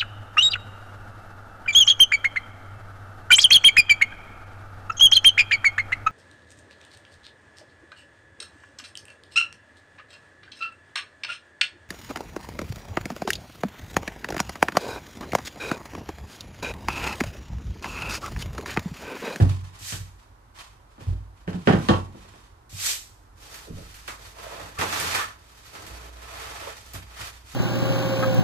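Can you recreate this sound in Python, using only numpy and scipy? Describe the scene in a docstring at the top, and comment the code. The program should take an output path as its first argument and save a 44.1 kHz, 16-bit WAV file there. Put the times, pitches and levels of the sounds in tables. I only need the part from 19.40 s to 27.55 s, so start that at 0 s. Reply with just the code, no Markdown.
"""A wooden floorboard is lifted, thuds on end and clatters onto a stack in a small boat cabin: each blow
is a click with a dense wood spectrum, plus the board's dying tones and a boom of the hollow floor.
A man's palm sweeps dust, his hands rustle and the board scrapes (shaped noise); then a thin stiff sheet
is peeled up, flipped and dragged over grit: snaps, gliding hollow notes, scraping and hiss.
A low hum goes on, with a boom swelling in it near 6.5 s."""
import sys
import numpy as np
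from scipy import signal
from scipy.fft import rfft, irfft
from scipy.io import wavfile

SR = 44100
rng = np.random.default_rng(int(sys.argv[2]) if len(sys.argv) > 2 else 0)


def unload_audio(sound):
    """Save the sound as a 16-bit wav file, at the path given as the first command line argument."""
    columns = np.transpose(np.atleast_2d(sound))
    # keep every value between -1 and 1, then stretch to whole-number steps
    steps = np.round(np.clip(columns, -1, 1) * 32767)
    wavfile.write(sys.argv[1], SR, steps.astype(np.int16))


N = 359415
TIME, HZ = np.arange(N) / SR, np.fft.rfftfreq(N, 1 / SR)
# time and frequency axes of one short blow
RING = np.arange(20480) / SR
RING_HZ = np.fft.rfftfreq(len(RING), 1 / SR)

# how strongly the thin sheet sounds at each pitch: (frequency [Hz], density [dB per Hz])
SHEET_SPECTRUM = [(120, -25), (210, -11.5), (445, -4.5), (513, -7), (802, -1), (1370, 1), (1610, 0),
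                  (2560, -3.5), (3120, -6.5), (9260, -16), (10100, -19.5), (13700, -18.5), (15000, -64)]


def gain_of(db):
    """Turns decibels into an amplitude."""
    return 10 ** (np.asarray(db) / 20)


def evened(x):
    """Scales a signal to an rms of one."""
    return x / np.sqrt(np.mean(x ** 2) + 1e-20)


def read(points, hz):
    """Reads a table joined by straight lines over log frequency."""
    f, value = np.transpose(points)
    return np.interp(np.log(hz + 1), np.log(f + 1), value)


def add(mix, s, sound):
    """Mixes a sound in at time s, cutting it at the end of the mix."""
    part = mix[..., max(round(s * SR), 0):][..., :sound.shape[-1]]
    part += sound[..., :part.shape[-1]]


def coloured(x, db):
    """Gives a full-length signal a spectrum and an rms of one."""
    return evened(irfft(rfft(x) * gain_of(db), N))


def tilted(points, tilt_db, pivot_hz):
    """Leans a spectrum by some dB per octave: harder contacts are brighter."""
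    octaves = np.log2(np.maximum(RING_HZ, 150) / pivot_hz)
    return read(points, RING_HZ) + tilt_db * octaves


def click(db):
    """Makes a causal click with the given spectrum, its energy that of 50 ms at rms one."""
    log_gain = np.log(gain_of(np.maximum(db - db.max(), -100)))
    circle = np.concatenate([log_gain, log_gain[-2:0:-1]])
    # the Hilbert transform supplies the phase that puts the energy as early as possible
    spectrum = np.exp(np.conj(signal.hilbert(circle)))[:len(db)]
    pulse = irfft(spectrum)
    return pulse / np.linalg.norm(pulse) * np.sqrt(SR / 20)


def dispersed(pulse, dispersion):
    """Bending waves run faster in the treble, so a blow falls in pitch: delay = dispersion / sqrt(Hz)."""
    return irfft(rfft(pulse) * np.exp(-4j * np.pi * dispersion * np.sqrt(RING_HZ)))


def modes(hz, db, t60, rise):
    """Dying sines that build up as the blow spreads; each reaches the far side with its own phase."""
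    levels = gain_of(db[:, None] - 60 * RING / t60[:, None])
    waves = levels * np.exp(2j * np.pi * hz[:, None] * RING)
    index = np.arange(len(hz))
    signs = np.array([(-1.) ** index, (-1.) ** (index // 2)])
    build_up = 1 - np.exp(-RING / rise)
    return np.array([signs[0] @ waves.imag, signs[1] @ waves.real]) * build_up


def in_cabin(pulse, direct_db, build):
    """Rows: the direct sound and two diffuse tails that build up between the close walls."""
    # how long the cabin rings: (frequency [Hz], time to fall by 60 dB [s])
    cabin_decay = [(80, 0.86), (250, 0.2), (1000, 0.34), (3000, 0.22), (8000, 0.29), (15000, .22)]
    hz, t, z = signal.stft(rng.standard_normal((2, len(RING))), SR, nperseg=256)
    decay = gain_of(-60 * t / read(cabin_decay, hz)[:, None])
    tail = signal.istft(z * decay, SR, nperseg=256)[1][:, :len(RING)]
    tail = tail * (1 - np.exp(-RING / build))
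    tail = signal.fftconvolve(tail, pulse[None], axes=1)[:, :len(RING)]
    # each tail carries the energy of the pulse
    tail *= np.linalg.norm(pulse) / np.linalg.norm(tail, axis=1, keepdims=True)
    return np.vstack([gain_of(direct_db) * pulse, tail])


def friction(grains_per_s, spread_db, grain_db, judder_db):
    """Fine rubbing noise with separate grains catching in it, under an unsteady pressure."""
    sizes = gain_of(spread_db * np.minimum(rng.exponential(1, N), 4))
    grains = evened(sizes * (rng.random(N) < grains_per_s / SR))
    echoes = rng.standard_normal((2, len(RING))) * np.exp(-RING / 0.038)
    echoes[:, 0] = 6  # each grain is heard first directly, then off the walls
    grains = evened(signal.fftconvolve(grains[None], echoes, axes=1)[:, :N])
    slow_db = -20 * np.log10(1 + (HZ / 45) ** 2) - 20 * (HZ < 10)
    pressure = coloured(rng.standard_normal(N), slow_db)
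    rubbing = rng.standard_normal((2, N)) + gain_of(grain_db) * grains
    return rubbing * gain_of(judder_db * pressure)


def gesture(start, attack, hold, sag_db, release_db_per_s):
    """The gain of one rubbing move: it rises, loses sag_db while held (gains if negative), then dies away."""
    t = TIME - start
    held = np.clip((t - attack) / hold, 0, 1)
    released = np.maximum(t - attack - hold, 0)
    rise = np.clip(t / attack, 0, 1) ** 0.91
    return rise * gain_of(sag_db * (.5 - held) - release_db_per_s * released)


def off_panels(x, strength, reach, count=10):
    """Early echoes from the nearby panels comb a fine ripple into the rubbing."""
    delays = rng.uniform(.001, reach, count)  # s
    sizes = strength * rng.choice([-1., 1.], count) / np.sqrt(count)
    taps = np.zeros(len(RING))
    taps[0] = 1
    taps[(delays * SR).astype(int)] = sizes
    return signal.oaconvolve(x, taps[None] / np.linalg.norm(taps), axes=1)[:, :N]


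def boom(soft_hz):
    """The hollow floor's tones; a soft push reaches only the lowest."""
    # the floor's modes: (frequency [Hz], level before the push softens it [dB], time to fall by 60 dB [s])
    floor_modes = [(45.3, -16, 0.19), (54.6, -14, 0.71), (93.47, 0, 0.42), (116.4, -0.5, 0.18),
                   (142, -16, 0.43), (161.5, -6, 0.23), (336, -17, 0.216)]
    push = signal.butter(2, min(soft_hz, SR / 4), fs=SR)
    return signal.lfilter(*push, modes(*np.transpose(floor_modes), rise=0.0057))


def wood(edge):
    """The clack's spectrum between a flat landing (0) and one on the edge (1)."""
    # dense upper modes of wood on wood:
    # (frequency [Hz], struck on the face [dB per Hz], struck on the edge [dB per Hz])
    clack_spectra = [(50, -34.5, -19), (148, -2, 1.5), (292, 0.5, 3.5), (450, -4, -3.5), (800, -6.5, -1),
                     (980, -14.5, -1.5), (1500, -11, -11.5), (1860, -13, -16), (2170, -18.5, -26),
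                     (2900, -18.5, -15), (3920, -30, -21), (4950, -32, -29.5), (8800, -47.5, -42.5),
                     (15500, -71, -63)]
    hz, face_db, edge_db = np.transpose(clack_spectra)
    return np.column_stack([hz, face_db + np.clip(edge, 0, 1) * (edge_db - face_db)])


def background(waver_hz=.6, hum_db=-1):
    """Rumble and faint outdoor hiss as shaped noise, with a low sine hum whose pitch climbs and wavers."""
    # loudness of the low hum, with a boom swelling in it near 6.5 s; hum_db is added to it:
    # (time [s], rms level [dB])
    hum_levels = [(2.8, -57), (4.26, -55), (4.3, -51.5), (6.44, -58), (6.54, -42.5), (7.36, -53.5),
                  (7.67, -48), (8.15, -53)]
    # rumble and hiss: (frequency [Hz], density [dB per Hz])
    air_spectrum = [(15, -69), (25, -10), (101, -3), (158, -20), (243, -20), (293, -18), (501, -22.5),
                    (637, -20.5), (978, -16.5), (1180, -19.5), (1280, -20), (2560, -34.5), (11500, -43),
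                    (13800, -46), (15000, -72)]
    air_db = -54.5
    # the hum, perhaps a distant engine, slowly climbs and levels off
    first_hz, last_hz, climb_at_s, climb_hz_per_s = 48.8, 61, 3.6, 3.4
    s, db = np.transpose(hum_levels)
    hz = np.clip(first_hz + climb_hz_per_s * (TIME - climb_at_s), first_hz, last_hz)
    drift = coloured(rng.standard_normal(N), -40 * np.log10(1 + (HZ / 2) ** 2))
    phase = 2 * np.pi * np.cumsum(hz + waver_hz * drift) / SR
    hum = gain_of(hum_db + np.interp(TIME, s, db)) * np.sqrt(2) * np.sin(phase)
    air = gain_of(air_db) * coloured(rng.standard_normal((2, N)), read(air_spectrum, HZ))
    return np.vstack([hum, air])


def handling():
    """Fingers shift, clothes rustle and the board scrapes along the stack: grainy noise in short moves."""
    # each rub, before the common trim: (start [s], attack [s], hold [s], level [dB])
    rubs = [(0.0, 0.0017, 0.016, -42), (0.081, .015, 0.017, -49.5), (0.232, 0.018, .015, -56.5),
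            (0.327, .025, .04, -55.5), (0.6, 0.054, .03, -60), (0.78, 0.017, 0.025, -63.5),
            (1.137, 0.072, 0.0059, -47.5), (1.48, 0.044, .06, -67.5), (1.59, 0.024, 0.098, -56.5),
            (1.95, 0.034, 0.037, -64.5), (2.07, .01, 0.23, -56.5), (2.251, 0.017, 0.31, -50),
            (2.408, 0.023, 0.024, -52), (2.713, 0.094, .24, -58)]
    # colour of the rubbing: (frequency [Hz], density [dB per Hz])
    grip_spectrum = [(290, -23), (500, -21), (777, -7), (909, -3.5), (1020, 1.5), (1230, -6.5), (2880, -9),
                     (8490, -17), (13800, -26.5), (15000, -52)]
    sag_db, release_db_per_s, trim_db = 2.5, 118, 3.0
    rub = friction(grains_per_s=200, spread_db=6.5, grain_db=-13, judder_db=1.5)
    moves = sum(gain_of(db) * gesture(s, attack, hold, sag_db, release_db_per_s)
                for s, attack, hold, db in rubs)
    return gain_of(trim_db) * moves * coloured(rub, read(grip_spectrum, HZ))


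def sweep(start, to_peak, width):
    """The gain of one palm stroke: the hand touches down and its speed follows a bell."""
    touch_s, speed_power = 0.0038, 1.82  # the swish grows as this power of the hand's speed
    t = TIME - start
    speed = 1 / (1 + ((t - to_peak) / width) ** 2)
    return np.clip(t / touch_s, 0, 1) * speed ** speed_power


def palm_strokes():
    """Skin sweeps fine dust along the wood: dense tiny grains make a smooth bright swish."""
    # each stroke, before the common trim:
    # (touch-down [s], time to full speed [s], half-width of the speed bell [s], level [dB])
    palm_sweeps = [(0.386, 0.12, .088, -36), (3.292, .19, 0.086, -26.5)]
    # colour of the swish: (frequency [Hz], density [dB per Hz])
    palm_spectrum = [(180, -37), (300, -22), (577, -16), (647, -14.5), (2360, -3.5), (8320, -1),
                     (9960, -12), (10800, -6), (13600, -8.5), (14300, -30), (15000, -56)]
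    trim_db = 2.5
    rub = friction(grains_per_s=1000, spread_db=3, grain_db=-18, judder_db=.5)
    strokes = sum(gain_of(db) * sweep(s, to_peak, width) for s, to_peak, width, db in palm_sweeps)
    return gain_of(trim_db) * strokes * coloured(rub, read(palm_spectrum, HZ))


def resonate(x, hz, width):
    """A resonance of gain one that follows the curve hz."""
    # shift the moving pitch down to zero, smooth there, and shift back
    turn = np.exp(2j * np.pi * np.cumsum(hz) / SR)
    r = np.exp(-np.pi * width / SR)
    return 2 * (turn * signal.lfilter([1 - r], [1, -r], x / turn)).real


def sheet_bends(width_hz=290, upper=1.414, upper_db=-4):
    """Rubbing excites two resonances of the bowed sheet, which slide as its curve changes."""
    # each hollow note, before the common trim:
    # (start [s], attack [s], hold [s], level [dB], first pitch [Hz], last pitch [Hz])
    bends = [(4.264, .02, 0.026, -51, 450, 200), (4.363, 0.018, 0.03, -56, 330, 330),
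             (4.928, .08, 0.23, -46.5, 654, 610), (5.359, 0.016, 0.27, -45, 1280, 1050),
             (5.732, 0.033, 0.074, -36.5, 1210, 1220), (6.695, 0.31, .17, -47.5, 650, 810),
             (7.192, 0.016, 0.071, -46.5, 730, 573)]
    sag_db, release_db_per_s, trim_db = -2.5, 200, 1.5
    rub = friction(grains_per_s=120, spread_db=6.0, grain_db=0.0, judder_db=2.5)
    note, bowing = np.zeros(N), np.zeros(N)
    for s, attack, hold, db, first_hz, last_hz in bends:
        progress = np.clip((TIME - s) / (attack + hold), 0, 1)
        glide = first_hz * (last_hz / first_hz) ** progress
        note = np.where((TIME >= s) | (note == 0), glide, note)
        bowing += gain_of(db) * gesture(s, attack, hold, sag_db, release_db_per_s)
    # two passes make each resonance steeper
    low, high = (evened(resonate(resonate(rub, f, width_hz), f, width_hz))
                 for f in (note, upper * note))
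    return gain_of(trim_db) * bowing * (low + gain_of(upper_db) * high)


def sheet_slide(drum_hz=800, grit_hz=3500):
    """The dragged edge scrapes; the sheet drums lower down and shakes the floor; loose grit hisses above."""
    # each pull, before the trims:
    # (start [s], attack [s], hold [s], scrape [dB], drumming of the sheet [dB], hiss of grit [dB])
    drags = [(3.952, .11, 0.19, -52, -54, -49), (4.321, 0.042, 0.31, -54, -67, -52.5),
             (4.66, 0.023, 0.032, -49, -57, -47), (4.757, .1, 0.022, -50, -51.5, -48),
             (4.942, .06, 0.12, -45.5, -49, -48.5), (5.102, 0.056, 0.13, -45, -45, -49.5),
             (5.326, 0.028, .02, -51, -53, -51.5), (5.384, .008, 0.036, -32.5, -32.5, -35.5),
             (5.43, .11, 0.21, -31, -37.5, -33), (5.731, .025, 0.043, -30, -43, -37.5),
             (5.926, 0.35, .06, -54, -63, -52.5), (6.309, 0.038, 0.32, -49, -48, -50.5),
             (6.684, 0.35, .27, -40.5, -47, -44.5), (7.328, .03, .17, -56.5, -61.5, -52),
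             (7.527, 0.015, 0.021, -41.5, -48, -46), (7.634, 0.11, .03, -48.5, -57, -52.5),
             (7.752, 0.056, 0.047, -39, -50.5, -41), (7.904, 0.046, 0.027, -55, -68.5, -54),
             (8.04, .09, 0.032, -48.5, -61, -46.5)]
    sag_db, release_db_per_s = 0, 156
    trims_db = [-2, -2, -.5]  # scrape, drumming, hiss
    # the hardest pull shakes the hollow floor, light ones hardly do
    boom_db, boom_soft_hz, boom_power = -35.5, 170, 1.16

    rub = friction(grains_per_s=200, spread_db=4, grain_db=-3, judder_db=1.0)
    drums = 1 / (1 + (HZ / drum_hz) ** 4)
    hisses = 1 - 1 / (1 + (HZ / grit_hz) ** 4)
    shares = (1 - drums) * (1 - hisses), drums, hisses
    pulls = np.array([gesture(*row[:3], sag_db, release_db_per_s) for row in drags])
    # overlapping pulls add by power
    gains = np.sqrt(gain_of(np.array(drags)[:, 3:].T) ** 2 @ pulls ** 2)
    shake = evened(signal.oaconvolve(rub, boom(boom_soft_hz), axes=1)[:, :N])
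    force = gains[1] / gains[1].max()
    out = gain_of(boom_db) * force ** boom_power * shake
    for trim_db, gain, share in zip(trims_db, gains, shares):
        band_db = read(SHEET_SPECTRUM, HZ) + 20 * np.log10(share + 1e-9)
        out = out + gain_of(trim_db) * gain * coloured(rub, band_db)
    return out


def sheet_snaps():
    """The thin sheet is touched, buckles, snaps and slaps with a short falling chirp."""
    # each snap: (time [s], level [dB], brightness [dB per octave])
    snaps = [(4.141, -44, 3.5), (4.272, -60.5, -16), (4.292, -36, -28), (4.542, -49, 4),
             (4.677, -35.5, -0.2), (5.03, -50, 3), (5.386, -32.5, -1), (5.411, -26, -1.5),
             (5.524, -30.5, -0.5), (5.598, -35, 6), (5.748, -27.5, 1), (5.812, -39.5, 2), (6.35, -44.5, -1),
             (6.464, -47, 4), (7.534, -44, 8), (7.803, -43, -0.5)]
    out = np.zeros((3, N))
    for s, snap_db, tilt_db in snaps:
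        snap = dispersed(click(tilted(SHEET_SPECTRUM, tilt_db, pivot_hz=1000)), dispersion=.1)
        add(out, s, gain_of(snap_db) * in_cabin(snap, direct_db=-11.5, build=0.00032))
    return out


def floor_thuds():
    """Soft blows of the board's end, hands, knees and the moving sheet: a floor boom under a dull slap."""
    # each blow: (time [s], boom [dB], softness as the highest frequency of the push [Hz], slap [dB])
    thuds = [(0.001, -31, 400, -31), (0.009, -7.5, 248, -29.5), (0.092, -20, 200, -66),
             (0.212, -33.5, 117, -82), (0.41, -38, 100, -64), (0.524, -31, 220, -49),
             (0.595, -29, 107, -78), (1.668, -7.5, 50, -54), (1.692, -15.5, 60, -50),
             (1.727, -21.5, 55.3, -51), (1.805, -19, 34, -63), (3.328, -34, 131, -60),
             (4.335, -26, 50, -60), (4.385, -47, 250, -52.5), (6.5, -17, 22, -59), (7.544, -34, 130, -49.5),
             (7.795, -39, 110, -59), (8.139, -34, 180, -58)]
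    out = np.zeros((3, N))
    slap = click(tilted(wood(edge=0), tilt_db=-4.5, pivot_hz=500))
    for s, boom_db, soft_hz, slap_db in thuds:
        add(out[1:], s, gain_of(boom_db) * boom(soft_hz))
        add(out, s, gain_of(slap_db) * in_cabin(slap, direct_db=0.0, build=0.0015))
    return out


def board_knocks():
    """Each tap or landing clacks, rings the board by where it is struck, and shakes the floor."""
    # each contact: (time [s], clack [dB], brightness [dB per octave], ring [dB],
    # where it strikes [0 face to 1 edge], floor boom [dB])
    knocks = [(0.003, -32.5, -0.5, -33, 0.3, -48), (0.522, -41, 7, -36, 0.14, -62),
              (1.187, -49.5, 9.5, -55, 0.67, -64), (1.579, -51, -1, -63, 0.82, -59),
              (1.605, -50, 0.5, -52, 0.46, -40), (2.076, -37, 0, -25.5, 0.045, -31.5),
              (2.13, -45.5, 3.5, -57, 0.44, -44), (2.144, -36, -7.5, -34, 0.087, -52),
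              (2.272, -16, -0.5, -14, 0.051, -25), (2.289, -20, -2, -30, 0.3, -48),
              (2.325, -30.5, 2, -40, 0.47, -52), (2.331, -29, -1.5, -13, 0.16, -20.5),
              (2.486, -23.5, 3.5, -24.5, 0.81, -23.5), (2.491, -23, -1.5, -14, 0.8, -14.5),
              (2.535, -32, 0.9, -25.5, 0.93, -27.5), (2.744, -48.5, -3, -44, 0.55, -54),
              (2.844, -57, 2, -65, 0.43, -68), (2.937, -53, 1.5, -65, 0.017, -70)]
    # the board's modes:
    # (frequency [Hz], struck on the face [dB], struck on the edge [dB], time to fall by 60 dB [s])
    board_modes = [(177.2, 6, -12, 0.16), (209.5, -3, 4.5, 0.11), (332.3, -12, -0.5, 0.24),
                   (401, -6, -38, 0.12), (437, -9, -16, 0.27), (489.5, -19.5, 5.5, 0.14),
                   (538, -28.5, -9, .27), (590, -37, -31, 0.32), (670, -30, -24, 0.2),
                   (745, -28, -13, 0.27), (895, -50, -12.5, .3), (1125, -24, 4, 0.3), (1230, -42, -24, .28),
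                   (1280, -27, -38, 0.41), (1340, -43, -10, 0.23), (1560, -18, -28, .25),
                   (1800, -17, -10.5, 0.093), (1910, -28.5, -35, 0.63), (2070, -37, -41, 0.2),
                   (2270, -32, -46, 0.52), (2700, -36, -19, 0.32), (2885, -27.5, -28, 0.29),
                   (3145, -27, -16, 0.22)]
    out = np.zeros((3, N))
    shake = boom(soft_hz=220)
    hz, face_db, edge_db, t60 = np.transpose(board_modes)
    for s, clack_db, tilt_db, ring_db, edge, floor_db in knocks:
        clack = dispersed(click(tilted(wood(edge), tilt_db, pivot_hz=500)), dispersion=0.06896)
        add(out, s, gain_of(clack_db) * in_cabin(clack, direct_db=-6.5, build=0.0011))
        struck_db = face_db + np.clip(edge, 0, 1) * (edge_db - face_db)
        struck_db = struck_db + tilt_db * np.log2(hz / 500)
        ring = gain_of(ring_db) * modes(hz, struck_db, t60, rise=0.0013)
        add(out[1:], s, ring + gain_of(floor_db) * shake)
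    return out


def microphones(sound, lag=0.00044):
    """The work is off to the right: the left hears it later, and the diffuse treble differs by side."""
    # likeness of the diffuse sound at both sides: (frequency [Hz], left-right likeness [0 to 1])
    likeness = [(60, 0.99), (125, 0.95), (250, 0.94), (500, 0.91), (1000, 0.12), (2000, 0.063),
                (4000, 0.042), (12000, 0.099)]
    # balance between the sides: (frequency [Hz], left minus right [dB])
    balance = [(60, -2), (125, -3), (250, 2), (500, -4.5), (1000, -1.5), (4000, -3.5), (8000, -1.5),
               (15000, 1.5)]
    direct, shared, other = rfft(sound)
    same = np.clip(read(likeness, HZ), -1, 1)
    late = np.exp(-2j * np.pi * HZ * lag)
    left = late * (direct + same * shared) + np.sqrt(1 - same ** 2) * other
    lean = gain_of(read(balance, HZ) / 2)
    return irfft(np.array([left * lean, (direct + shared) / lean]), N)


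def scene():
    """Row 0 is direct sound, rows 1 and 2 diffuse; the rubbing is all diffuse."""
    sound = background() + sheet_snaps() + floor_thuds() + board_knocks()
    rubbing = handling() + palm_strokes() + sheet_bends() + sheet_slide()
    sound[1:] += off_panels(rubbing, strength=0.41, reach=.012)
    return microphones(sound)


def record(dry):
    """The recorder's band limit: a low-pass filter takes away the highest treble."""
    edge_hz = 15700
    low_pass = signal.firwin(511, edge_hz, window=("kaiser", 9), fs=SR)
    return signal.oaconvolve(dry, low_pass[None], "same")


dry = scene()
out = record(dry)
unload_audio(out)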